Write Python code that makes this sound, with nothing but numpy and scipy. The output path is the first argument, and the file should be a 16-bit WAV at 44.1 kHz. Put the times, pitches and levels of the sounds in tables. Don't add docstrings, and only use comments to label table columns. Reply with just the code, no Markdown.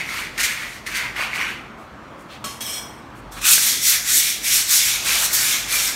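import sys
import numpy as np
from scipy import signal
from scipy.fft import rfft, irfft
from scipy.io import wavfile
from scipy.ndimage import uniform_filter1d

SR = 44100
rng = np.random.default_rng(int(sys.argv[2]) if len(sys.argv) > 2 else 0)


def gain_from_decibels(decibels):
    exponent = np.asarray(decibels, float) / 20
    return 10 ** exponent


def waveform_to_disk(signal):
    frames = np.transpose(np.atleast_2d(signal))
    scaled = np.clip(frames, -1, 1) * 32767
    samples = np.round(scaled).astype(np.int16)
    wavfile.write(sys.argv[1], SR, samples)


N = 262393

# time in seconds, peak in dB, pitch in Hz.
FLAKES = [(0.0082, -16, 2200), (0.0145, -19, 2150), (0.0611, -21, 2200), (0.0907, -18, 2050),
          (0.1371, -19, 2130), (0.1749, -19, 1960), (0.1807, -20, 2240), (0.2222, -20, 2350),
          (0.2503, -22, 2150), (0.2719, -23, 2110), (0.3786, -20, 2220), (0.3837, -19, 2090),
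          (0.3897, -14, 1960), (0.4036, -12, 2520), (0.4125, -14, 1940), (0.4376, -13, 2330),
          (0.4430, -12, 2150), (0.4473, -13, 2200), (0.4521, -14, 1900), (0.5092, -17, 1960),
          (0.5141, -14, 2150), (0.5208, -18, 2410), (0.5957, -21, 2220), (0.6233, -21, 2000),
          (0.6433, -23, 2050), (0.7202, -27, 2070), (0.7654, -29, 2000), (0.8651, -19, 1960),
          (0.8689, -20, 2280), (0.8737, -20, 1960), (0.8771, -18, 1920), (0.9500, -16, 2240),
          (0.9638, -17, 2200), (0.9743, -17, 2070), (0.9858, -16, 2090), (0.9999, -13, 2110),
          (1.0117, -16, 2000), (1.0543, -18, 2020), (1.0690, -19, 2390), (1.1641, -18, 2070),
          (1.1800, -18, 2050), (1.1924, -14, 2050), (1.2163, -15, 2300), (1.2234, -16, 1740),
          (1.2368, -16, 2500), (1.2424, -16, 2300), (1.3326, -12, 2180), (1.3395, -16, 2350),
          (1.3469, -16, 2150), (1.3547, -18, 2650), (1.3596, -14, 2240), (1.3789, -16, 2240),
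          (1.4017, -15, 2180), (1.4132, -12, 2090), (1.4175, -15, 1850), (1.4229, -14, 2000),
          (1.4300, -15, 2370), (1.4326, -16, 2180), (1.4532, -17, 2130), (1.5044, -21, 1740)]
# frequency in Hz, density in dB per Hz.
WARE_HISS = [(880, -23), (1500, -20), (2340, -15), (2610, -15), (3240, -16), (3500, -20), (4800, -22),
             (5460, -15), (7130, -21), (8340, -21), (10200, -19.5), (12300, -23), (15800, -37)]


def evened(x):
    return x / np.sqrt(np.mean(x ** 2) + 1e-20)


def read(points, hz):
    f, value = np.transpose(points)
    return np.interp(np.log(hz + 1), np.log(f + 1), value)


def coloured(x, points):
    hz = np.fft.rfftfreq(len(x), 1 / SR)
    return evened(irfft(rfft(x) * gain_from_decibels(read(points, hz)), len(x)))


def resonate(x, hz, width_hz):
    turn = np.exp(2j * np.pi * np.cumsum(hz * np.ones(len(x))) / SR)
    r = np.exp(-np.pi * width_hz / SR)
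    return 2 * (turn * signal.lfilter([1 - r], [1, -r], x * turn.conj())).real


def twice(x, hz, width_hz):
    return resonate(resonate(x, hz, width_hz), hz, width_hz)


def steep(x, hz, width_hz):
    return resonate(twice(x, hz, 2 * width_hz), hz, 2 * width_hz)


def dipped(x, dips):
    hz = np.fft.rfftfreq(x.shape[-1], 1 / SR)
    cut_db = sum(db / (1 + (2 * (hz - f) / w) ** 2) for f, w, db in dips)
    return irfft(rfft(x) * gain_from_decibels(cut_db), x.shape[-1])


def add(mix, s, sound):
    part = mix[round(s * SR):][:len(sound)]
    part += sound[:len(part)]


def smoothed(x, size, **axis):
    return uniform_filter1d(uniform_filter1d(x, size=size, **axis), size=size, **axis)


def wander(size):
    return evened(smoothed(rng.standard_normal(N), size))


def scratches(per_s, spread_db, clump_db):
    sign, hit, size, bump = rng.random((4, N))
    clumps = evened(smoothed(bump - .5, 200))
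    size_db = spread_db * np.minimum(-np.log(size + 1e-9), 5) + clump_db * clumps
    return evened(np.sign(sign - .5) * (hit < per_s / SR) * gain_from_decibels(size_db))


def swells(rows, level_db, rise_steep=0.62, fall_steep=1.):
    edge_db = 20
    rise_curve, fall_curve = 1.88, 1.48
    t = np.arange(0, N + 32, 32) / SR
    s, rise, fall = np.transpose(rows)[:3, :, None]
    drop = rise_steep * (np.maximum(s - t, 0) / rise) ** rise_curve
    drop = drop + fall_steep * (np.maximum(t - s, 0) / fall) ** fall_curve
    db = np.maximum(np.asarray(level_db)[:, None] - edge_db * drop, -150)
    return np.interp(np.arange(N) / SR, t, 10 * np.log10(gain_from_decibels(2 * db).sum(axis=0)))


def street_wash():
    # frequency in Hz, density in dB per Hz.
    wash = [(18, -33), (30, -8), (53, -16), (71, -12), (124, -4), (198, -3.5), (353, -4), (424, -8.5),
            (523, -8), (1060, -7.5), (1240, -7), (1350, -8.5), (1840, -15), (15800, -47.5)]
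    # time in seconds, level in dB.
    wash_swell = [
        (0., -0.5),
        (.9, -1.5),
        (1.8, 0),
        (2.6, 0.5),
        (3.3, 0),
        (3.7, 0),
        (4.2, -1),
        (4.7, -0.5),
        (5.2, 0),
        (5.95, 0),
    ]
    level_db = -39
    frames, hz = N // 256 + 5, np.fft.rfftfreq(1024, 1 / SR)
    a, b, patches = rng.standard_normal((frames, 513, 3)).T
    patches = uniform_filter1d(uniform_filter1d(patches, size=8, axis=0), size=16, axis=1)
    z = (a + 1j * b) * gain_from_decibels(read(wash, hz)[:, None] + 1.7 * evened(patches))
    noise = evened(signal.istft(z, nperseg=1024, noverlap=768)[1][:N])
    return gain_from_decibels(level_db + np.interp(np.arange(N) / SR, *np.transpose(wash_swell))) * noise


def hum():
    # frequency in Hz, level in dB rms, width in Hz.
    hum_modes = [(44.6, -54, 19), (67, -53.5, 25), (122.4, -52, 3.3), (222.2, -54, 7.6), (295, -59.5, 1.7)]
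    out = np.zeros(N)
    for hz, db, width_hz in hum_modes:
        mode = resonate(resonate(rng.standard_normal(N), hz, width_hz), hz, 2 * width_hz)
        out += gain_from_decibels(db) * evened(mode)
    return out


def rumble():
    # top in seconds, rise in seconds, fall in seconds, level in dB.
    passes = [
        (0., .1, .3, -47),
        (.44, 0.16, .08, -44),
        (1.1, .8, .9, -48.5),
        (2.5, 0.44, .8, -65),
        (3.42, 0.33, 0.22, -43.5),
        (4.1, .8, .5, -53),
        (4.58, 0.2, 0.11, -40),
        (5.15, 0.26, .6, -44),
        (5.85, 0.86, .5, -45),
    ]
    pitch_hz, drift_hz, waver_db = 48.5, 3, 2.5
    turns = np.cumsum(pitch_hz + drift_hz * wander(3000)) / SR
    level_db = swells(passes, np.transpose(passes)[3]) + waver_db * wander(3500)
    return np.sqrt(2) * gain_from_decibels(level_db) * np.sin(2 * np.pi * turns)


def hand():
    # top speed in seconds, rise in seconds, fall in seconds, grit in dB, cupped paper in dB.
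    light_pushes = [(0.008, 0.031, 0.042, -36.5, -25), (.04, .03, 0.056, -44, -35),
                    (.095, 0.015, 0.047, -36, -33), (.125, .03, 0.037, -49, -32),
                    (.19, 0.17, 0.15, -33.5, -31), (.38, 0.0033, .05, -27, -26),
                    (.411, 0.025, 0.037, -19, -28), (0.44, 0.013, 0.068, -17.5, -25),
                    (.51, 0.14, 0.11, -30, -28), (.63, 0.084, 0.091, -38, -31),
                    (.76, 0.27, 0.087, -40, -40), (.868, 0.0065, 0.053, -30.5, -28),
                    (.92, 0.064, 0.065, -36, -33.5), (0.969, 0.036, 0.066, -25.5, -27),
                    (1.02, 0.048, 0.13, -37, -27.5), (1.164, .005, .04, -37, -29),
                    (1.22, 0.07, 0.11, -32.5, -25), (1.334, 0.0064, .05, -46, -38),
                    (1.36, 0.022, 0.053, -32, -43), (1.42, 0.12, 0.1, -36, -27),
                    (1.5, 0.13, 0.11, -40.5, -32), (3.325, 0.012, .1, -44, -51),
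                    (3.39, 0.047, 0.022, -45, -41.5), (3.419, 0.01, 0.095, -34, -39)]
    hard_pushes = [(3.467, 0.029, 0.23, -17, -23), (3.528, 0.073, 0.11, -11.5, -25.5),
                   (3.67, 0.14, 0.23, -18, -27.5), (3.84, 0.033, 0.11, -23.5, -33),
                   (3.899, 0.085, 0.11, -15, -24), (3.96, 0.072, 0.063, -24, -26),
                   (4.1, 0.049, 0.088, -20, -30), (4.175, 0.1, 0.11, -14.5, -42),
                   (4.29, 0.26, 0.15, -23, -27.5), (4.472, 0.047, 0.19, -21.5, -25),
                   (4.55, 0.076, 0.17, -17.5, -28.5), (4.61, 0.091, 0.038, -25.5, -31),
                   (4.72, 0.045, 0.058, -17, -28.5), (4.76, 0.077, 0.12, -15, -28),
                   (4.879, 0.16, 0.21, -21.5, -24.5), (4.96, 0.29, 0.045, -30.5, -27.5),
                   (5.091, 0.06, 0.11, -24, -24.5), (5.16, 0.14, 0.073, -23.5, -24.5),
                   (5.245, 0.11, 0.079, -20.5, -27.5), (5.346, 0.029, 0.12, -17, -44),
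                   (5.44, 0.14, 0.3, -21.5, -26.5), (5.54, 0.13, 0.11, -24.5, -26.5),
                   (5.6, .05, .1, -36, -37.5), (5.7, .04, 0.053, -33.5, -31.5),
                   (5.745, 0.059, 0.12, -21, -26), (5.8, 0.055, .08, -26, -32),
                   (5.86, 0.11, 0.15, -23, -29)]
    # time in seconds, loose paint in dB against the cup, paint pitch in Hz.
    patch = [(0., -9, 1410), (.2, -6.5, 1350), (.42, -1, 1570), (.8, -11.5, 1410), (.95, 1, 1630),
             (1.25, -2.5, 1360), (1.45, -2.5, 1590), (3.38, 1, 1130), (3.43, -2.5, 1480),
             (3.52, -10.5, 1510), (3.62, -6.5, 1590), (3.85, -8, 1680), (4.1, 0.5, 1730),
             (4.3, -11.5, 1580), (4.6, -3.5, 1710), (4.85, -10.5, 1510), (5.1, -7.5, 1440),
             (5.23, -4, 1470), (5.4, -2.5, 1680), (5.55, -8, 1460), (5.7, -6.5, 1510), (5.8, -7, 1420),
             (5.92, -5.5, 1420)]
    # time in seconds, cup pitch in Hz.
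    cup_grip = [(0., 2080), (.2, 2180), (.42, 2180), (.88, 2100), (1., 2160), (1.15, 2170), (1.26, 2500),
                (1.35, 2100), (1.58, 2500), (3.35, 2140), (3.47, 2550), (3.62, 2210), (4., 2200),
                (4.5, 2350), (4.75, 2230), (5.1, 2340), (5.22, 2380), (5.35, 2230), (5.47, 2440),
                (5.6, 2340), (5.7, 2300), (5.78, 2380), (5.9, 2270)]
    pushes, t = np.array([*light_pushes, *hard_pushes]), np.arange(N) / SR
    spell = np.digitize(pushes[:, 0], [3, 3.4])
    late = (t >= 3) * 1
    grit_db = swells(pushes, pushes[:, 3])
    cup_db = swells(pushes, pushes[:, 4], 0.73, 1)
    fine_top_db = np.take((-22.5, -17, -18), spell) + 1.09 * (pushes[:, 3] + 20)
    fine_db = swells(pushes, fine_top_db, 0.86, np.take((1.74, 1., 2.1), spell)[:, None])
    over_db = np.clip(grit_db - cup_db, -15, 15) - np.where(late, 7, -4)
    low_db = grit_db + np.take((1.5, 0.5), late) - 0.79 * over_db
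    s, loose_db, paint_hz = np.transpose(patch)
    paint_db = cup_db + np.interp(t, s, loose_db) + 0.23 * over_db + 0.6 * wander(1500)
    cup_hz = np.interp(t, *np.transpose(cup_grip)) + 70 * wander(2500)
    paint_hz = np.interp(t, s, paint_hz) + 40 * wander(3000)
    return cup_db, paint_db, low_db, grit_db, fine_db, paint_hz, cup_hz


def sticking():
    stick_s, stick_db = .006, -7
    marks = np.zeros(N)
    marks[np.round(np.transpose(FLAKES)[0] * SR).astype(int)] = 1
    dips = np.convolve(marks, np.hanning(round(2 * stick_s * SR)), "same")
    return gain_from_decibels(stick_db * np.minimum(dips, 1))


def hollow_wall(grit, light):
    # top in seconds, rise in seconds, fall in seconds, level in dB.
    hollow = [
        (.4, 0.046, 0.38, -42),
        (1.02, 0.076, 0.17, -35.5),
        (1.21, 0.053, 0.18, -32.5),
        (1.38, 0.05, 0.25, -33),
        (5.07, 0.044, .2, -38),
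        (5.2, 0.22, 0.27, -35),
        (5.55, 0.41, .08, -45),
        (5.83, 0.33, 0.18, -39.5),
    ]
    drum = evened(steep(np.roll(grit, SR), np.where(light, 1000, 850), 590))
    return gain_from_decibels(swells(hollow, np.transpose(hollow)[3])) * drum


def singing_sheet(coarse):
    # top in seconds, rise in seconds, fall in seconds, level in dB, pitch in Hz.
    singing = [(.01, .02, 0.027, -29, 2080), (.125, 0.058, 0.043, -30, 2170),
               (.443, 0.02, 0.027, -29, 2210), (1., 0.037, .05, -37, 2050), (3.46, 0.041, .05, -28, 2540),
               (3.535, 0.033, 0.025, -21, 2590), (3.93, .07, 0.099, -28, 1970),
               (4.28, 0.083, 0.039, -27.5, 2300), (5.11, 0.046, 0.065, -26, 2330),
               (5.47, 0.037, 0.088, -35, 2310), (5.78, 0.065, 0.057, -22.5, 2375)]
    s, _, _, level_db, pitch_hz = np.transpose(singing)
    hz = np.interp(np.arange(N) / SR, s, pitch_hz)
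    return gain_from_decibels(swells(singing, level_db)) * evened(twice(np.roll(coarse, -SR // 2), hz, 146))


def sanding():
    # frequency in Hz, density in dB per Hz.
    light_grit = [(1710, -12), (2900, 3.5), (4110, -1), (4600, 0.5), (5050, -3.5), (6430, -7),
                  (7900, -13.5), (8720, -14.5), (10300, -20.5), (12100, -22.5), (15800, -33)]
    hard_grit = [(1710, -37), (2900, -1.5), (3410, 3.5), (4840, 2.5), (5500, 4.5), (6850, 2.5),
                 (9170, -2.5), (10500, -5), (12400, -6.5), (15100, -14), (15800, -15)]
    # factor on the cup pitch, width in Hz, level in dB.
    paper_modes = [(.87, 420, 4), (1., 313, 15), (1.17, 530, -2.5)]
    paper_db, paint_db, low_db, grit_db, fine_db, paint_hz, cup_hz = hand()
    light = np.arange(N) < 3 * SR
    grit = scratches(11000, 0.38, 0.47)
    crumbs = scratches(1500, 2.1, 1.0)
    coarse = grit + np.where(light, .7, .4) * crumbs
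    cup_hz = uniform_filter1d(cup_hz, size=900)
    paint_hz = uniform_filter1d(paint_hz, size=900)
    paper = np.zeros(N)
    for k, (factor, width_hz, db) in enumerate(paper_modes):
        paper += (-1) ** k * gain_from_decibels(db) * steep(coarse, cup_hz * factor, width_hz)
    paint = steep(steep(coarse[::-1], paint_hz, 910), paint_hz, 910)

    hiss = np.where(light, coloured(grit + 0.15 * coarse, light_grit), coloured(grit, hard_grit))
    fine = signal.sosfiltfilt(signal.butter(2, 9300, "high", fs=SR, output="sos"), hiss)
    mid = hiss - fine
    mid, fine = (np.where(light, x / x[light].std(), x / x[~light].std()) for x in (mid, fine))
    low = signal.sosfiltfilt(signal.butter(2, 4600, fs=SR, output="sos"), mid)

    stick = sticking()
    out = stick * (evened(paper) * gain_from_decibels(paper_db) + evened(paint) * gain_from_decibels(paint_db + 3.0))
    out += low * gain_from_decibels(low_db) + (mid - low) * gain_from_decibels(grit_db) + fine * gain_from_decibels(fine_db)
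    return out + hollow_wall(grit, light) + singing_sheet(coarse)


def flexing(x, patchy_db):
    z = signal.stft(x, nperseg=256, noverlap=192)[2]
    patches = rng.standard_normal(z.shape[::-1]).T
    patches = evened(uniform_filter1d(uniform_filter1d(patches, size=4, axis=0), size=40, axis=1))
    share = np.clip(np.fft.rfftfreq(256, 1 / SR) / 3000, .4, 1)
    return signal.istft(z * gain_from_decibels(patchy_db * patches * share[:, None]), nperseg=256, noverlap=192)[1][:N]


def flakes():
    # time in seconds, peak in dB, pitch in Hz.
    late_flakes = [(3.393, -29, 1210), (3.4427, -17, 2560), (3.455, -8, 2660), (3.478, -8, 2700),
                   (3.484, -17, 1430), (3.536, -17, 2530), (4.4388, -24, 2390), (4.6037, -19, 2260),
                   (5.059, -12, 3500), (5.0724, -16, 2050), (5.093, -10.5, 2400), (5.106, -15, 2450),
                   (5.1202, -11, 2200), (5.128, -14, 2200), (5.1575, -14, 2250), (5.1839, -13, 3350),
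                   (5.3104, -19, 2100), (5.5118, -13, 3550), (5.6415, -26, 2650)]
    softness_turns = 1.05
    out, t = np.zeros(N), np.arange(600) / SR
    for s, db, hz in [*FLAKES, *late_flakes]:
        u = t * hz / softness_turns / 2
        swell = u * np.exp(1 - u)
        ring = np.cos(2 * np.pi * hz * t) * swell ** 2
        tick = resonate(rng.standard_normal(600), 5000, 5800) * swell
        add(out, s - 2 * softness_turns / hz, gain_from_decibels(db + 1.5) * (ring + 0.04 * tick))
    return out


def knuckles():
    # time in seconds, peak in dB, pitch in Hz.
    bumps = [
        (1.196, -18, 593),
        (3.58, -8, 1600),
        (3.582, -37, 495),
        (5.04, -26, 810),
    ]
    out, t = np.zeros(N), np.arange(600) / SR
    for s, db, hz in bumps:
        add(out, s, gain_from_decibels(db - 60 * t / 0.013) * np.sin(2 * np.pi * hz * t))
    return out


def rustling():
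    # start in seconds, length in seconds, level in dB, centre in Hz, width in Hz.
    rustles = [
        (1.762, 0.12, -57, 7200, 9200),
        (2.175, 0.083, -53.5, 8000, 8900),
        (2.281, 0.12, -39, 2690, 3000),
        (2.3, .08, -62, 7500, 5000),
        (3.14, 0.087, -53, 8000, 9000),
    ]
    out, crinkle = np.zeros(N), scratches(9000, 1.8, 1.0)
    for s, length_s, db, hz, width_hz in rustles:
        part = crinkle[round(s * SR):][:round(length_s * SR)]
        swell = np.sin(np.pi * np.linspace(0, 1, len(part)) ** 0.8) ** 1.5
        add(out, s, gain_from_decibels(db) * swell * evened(twice(part, hz, width_hz)))
    return out


def knocked_ware():
    # frequency in Hz, level in dB, t60 in seconds.
    knock_modes = [(1660, -16, 0.4), (2520, -9, 0.1), (2815, -13, 0.15), (3128, -15, 0.5), (3332, -13, .3),
                   (3510, -18, .3), (3811, -11, 0.25), (4400, -11, .12), (4307, -12, 0.5), (4753, -28, .3),
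                   (5173, -13, .5), (5310, -16, .3), (5486, -14, .25), (5954, -18, .2), (6315, -14, .3),
                   (6850, -11, 0.3), (7520, -16, .15), (7795, -13, .12), (8060, -16, .3), (8190, -21, .25),
                   (8306, -16, .4), (9220, -14, .3), (9388, -17, .2), (10750, -28, .2), (11280, -23, .15),
                   (11850, -18, .2), (12620, -15, .14), (13600, -27, .12), (14250, -27, .12),
                   (15050, -20, .12)]
    body_modes = [(224, -18, .9), (400, -18, .12), (606, -14, 0.25), (1120, -4, 0.26), (1160, -16, .1),
                  (1303, -3, 0.12), (1385, -10, 0.08)]
    start_s, level_db, settle_s, settled_db_per_s = 2.4404, -23.5, 0.089, -130
    out, t = np.zeros(N), np.arange(SR // 2) / SR
    body = sum(gain_from_decibels(db - 60 * t / t60) * np.sin(2 * np.pi * hz * t) for hz, db, t60 in body_modes)
    flutter = rng.standard_normal((len(knock_modes), len(t)))
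    flutter = evened(uniform_filter1d(flutter, size=250, axis=1))
    ring = np.zeros(len(t))
    for (hz, db, t60), u in zip(knock_modes, flutter):
        ring += gain_from_decibels(db - 60 * t / t60 + u * hz / 3000) * np.sin(2 * np.pi * (hz * t + rng.random()))
    crack = coloured(rng.standard_normal(len(t)), WARE_HISS) * gain_from_decibels(-8.5 - 60 * t / .9)
    crack += resonate(rng.standard_normal(len(t)), 12500, 6000) * gain_from_decibels(-18 - 60 * t / 0.4)
    rest = gain_from_decibels(settled_db_per_s * np.maximum(t - settle_s, 0))
    high = rest * (ring + crack) * np.minimum(t / 0.003, 1)
    add(out, start_s, gain_from_decibels(level_db) * (body * np.minimum(t / 0.001, 1) + high))
    return out


def dragged_ware():
    # time in seconds, level in dB.
    drag = [
        (2.606, -35),
        (2.611, -30.5),
        (2.634, -35),
        (2.66, -35),
        (2.668, -32.5),
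        (2.72, -33.5),
        (2.785, -33),
        (2.82, -40.5),
        (2.88, -49),
        (2.96, -70),
    ]
    # frequency in Hz, width in Hz, level in dB at the start, level in dB once tipped.
    ware_modes = [(1720, 25, -12, -19), (2310, 24, -12, -4), (3130, 34, -5, -4), (3320, 28, 1, 2),
                  (3525, 24, -2, -13), (3840, 20, -4, -11), (4270, 40, -12, -8), (4530, 25, -15, -18),
                  (5160, 18, 0, 0), (5310, 50, -8, -3), (5460, 45, -12, -6), (5660, 28, -3, -1),
                  (5920, 38, -3, -13), (6320, 32, -5, -11), (6800, 60, -13, -15), (7250, 30, -17, -20),
                  (7520, 22, -19, -10), (7795, 25, -5, -11), (8170, 35, -6, 0), (8320, 40, -10, -7),
                  (8700, 60, -10, -11), (9220, 45, -11, -15), (9360, 40, -12, -13), (10750, 55, -12, -13),
                  (11400, 70, -14, -14), (11850, 70, -11, -13), (12550, 55, -10, -13),
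                  (13250, 40, -19, -20), (13600, 50, -20, -23), (14250, 40, -17, -25),
                  (14700, 50, -14, -18), (15100, 60, -18, -18), (15500, 30, -16, -21), (8060, 30, -10, -6),
                  (11250, 60, -17, -14), (5800, 60, -18, -17)]
    # frequency in Hz, width in Hz, depth in dB.
    ware_dips = [(4900, 200, -9), (13000, 200, -11)]
    tip_s, lift_s, lift_db_per_s = (2.63, 2.69), 2.735, -120
    out = np.zeros(N)
    s, db = np.transpose(drag)
    t = s[0] + np.arange(SR // 2) / SR
    chatter = scratches(12000, 0.59, 0.33)[:len(t)] * gain_from_decibels(np.interp(t, s, db, right=-150))
    lift_db = lift_db_per_s * np.maximum(t - lift_s, 0)
    modes = np.zeros(len(t))
    for hz, width_hz, *tip_db in ware_modes:
        contact = evened(uniform_filter1d(rng.standard_normal(len(t)), size=1500))
        mode_db = np.interp(t, tip_s, tip_db) + 0.8 * contact + lift_db * hz / 16000
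        modes += resonate(chatter * gain_from_decibels(mode_db), hz, width_hz)
    level = np.sqrt(np.mean(chatter ** 2))
    rasp = gain_from_decibels(-4.5 + lift_db / 2) * coloured(chatter, WARE_HISS)
    add(out, s[0], level * dipped(gain_from_decibels(4.5) * evened(modes) + rasp, ware_dips))
    return out


def room(x):
    # frequency in Hz, t60 in seconds.
    decay = [(500, 0.94), (1300, 0.72), (3500, 0.66), (9000, 0.55), (15000, 0.53)]
    t, wet = np.arange(N) / SR, np.zeros(N)
    for k in range(3):
        taps = np.zeros(SR)
        at = np.arange(120, SR - 20, 20)
        taps[at + rng.integers(0, 20, len(at))] = rng.choice([-1., 1.], len(at))
        hz, frame_s, z = signal.stft(taps, SR, nperseg=256)
        tail = signal.istft(z * gain_from_decibels(-60 * frame_s / read(decay, hz)[:, None]), SR, nperseg=256)[1]
        share = np.sqrt(2 / 3) * np.cos(2 * np.pi * (1.4 * t + k / 3))
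        wet += signal.fftconvolve(x * share, tail / np.linalg.norm(tail))[:N]
    return wet


def scene():
    near = flexing(sanding(), 1.2) + flakes() + knuckles() + rustling()
    near = near + knocked_ware() + dragged_ware()
    background = street_wash() + hum() + rumble()
    mono = gain_from_decibels(-0.5) * near + gain_from_decibels(-7.5) * room(near) + background
    return np.array([mono, mono])


def low_pass(x):
    return signal.sosfilt(signal.butter(12, 15990, fs=SR, output="sos"), x)


def record(dry):
    # frequency in Hz, width in Hz, depth in dB.
    notches = [(4930, 260, -3), (10400, 260, -9.5)]
    full_scale, recovery_db_per_s = .91, 3.1
    hz = np.fft.rfftfreq(N, 1 / SR)
    x = irfft(rfft(dipped(dry, notches)) / np.sqrt(1 + (42 / (hz + 1)) ** 5.8), N)
    power_db = 10 * np.log10(abs(uniform_filter1d(x[0] ** 2, size=2000)) + 1e-12)
    fall_db = np.arange(N) * recovery_db_per_s / SR
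    held_db = np.maximum.accumulate(power_db + fall_db) - fall_db
    over_db = np.maximum(held_db + 30.5, 0)
    ducked = x / gain_from_decibels(0.14 * uniform_filter1d(over_db, size=2000))
    clipped = np.clip(ducked, -full_scale, full_scale)
    edge = signal.firwin(401, 15800, window=("kaiser", 9), fs=SR)
    return low_pass(signal.oaconvolve(clipped, edge[None], "same"))


dry = scene()
out = record(dry)
waveform_to_disk(out)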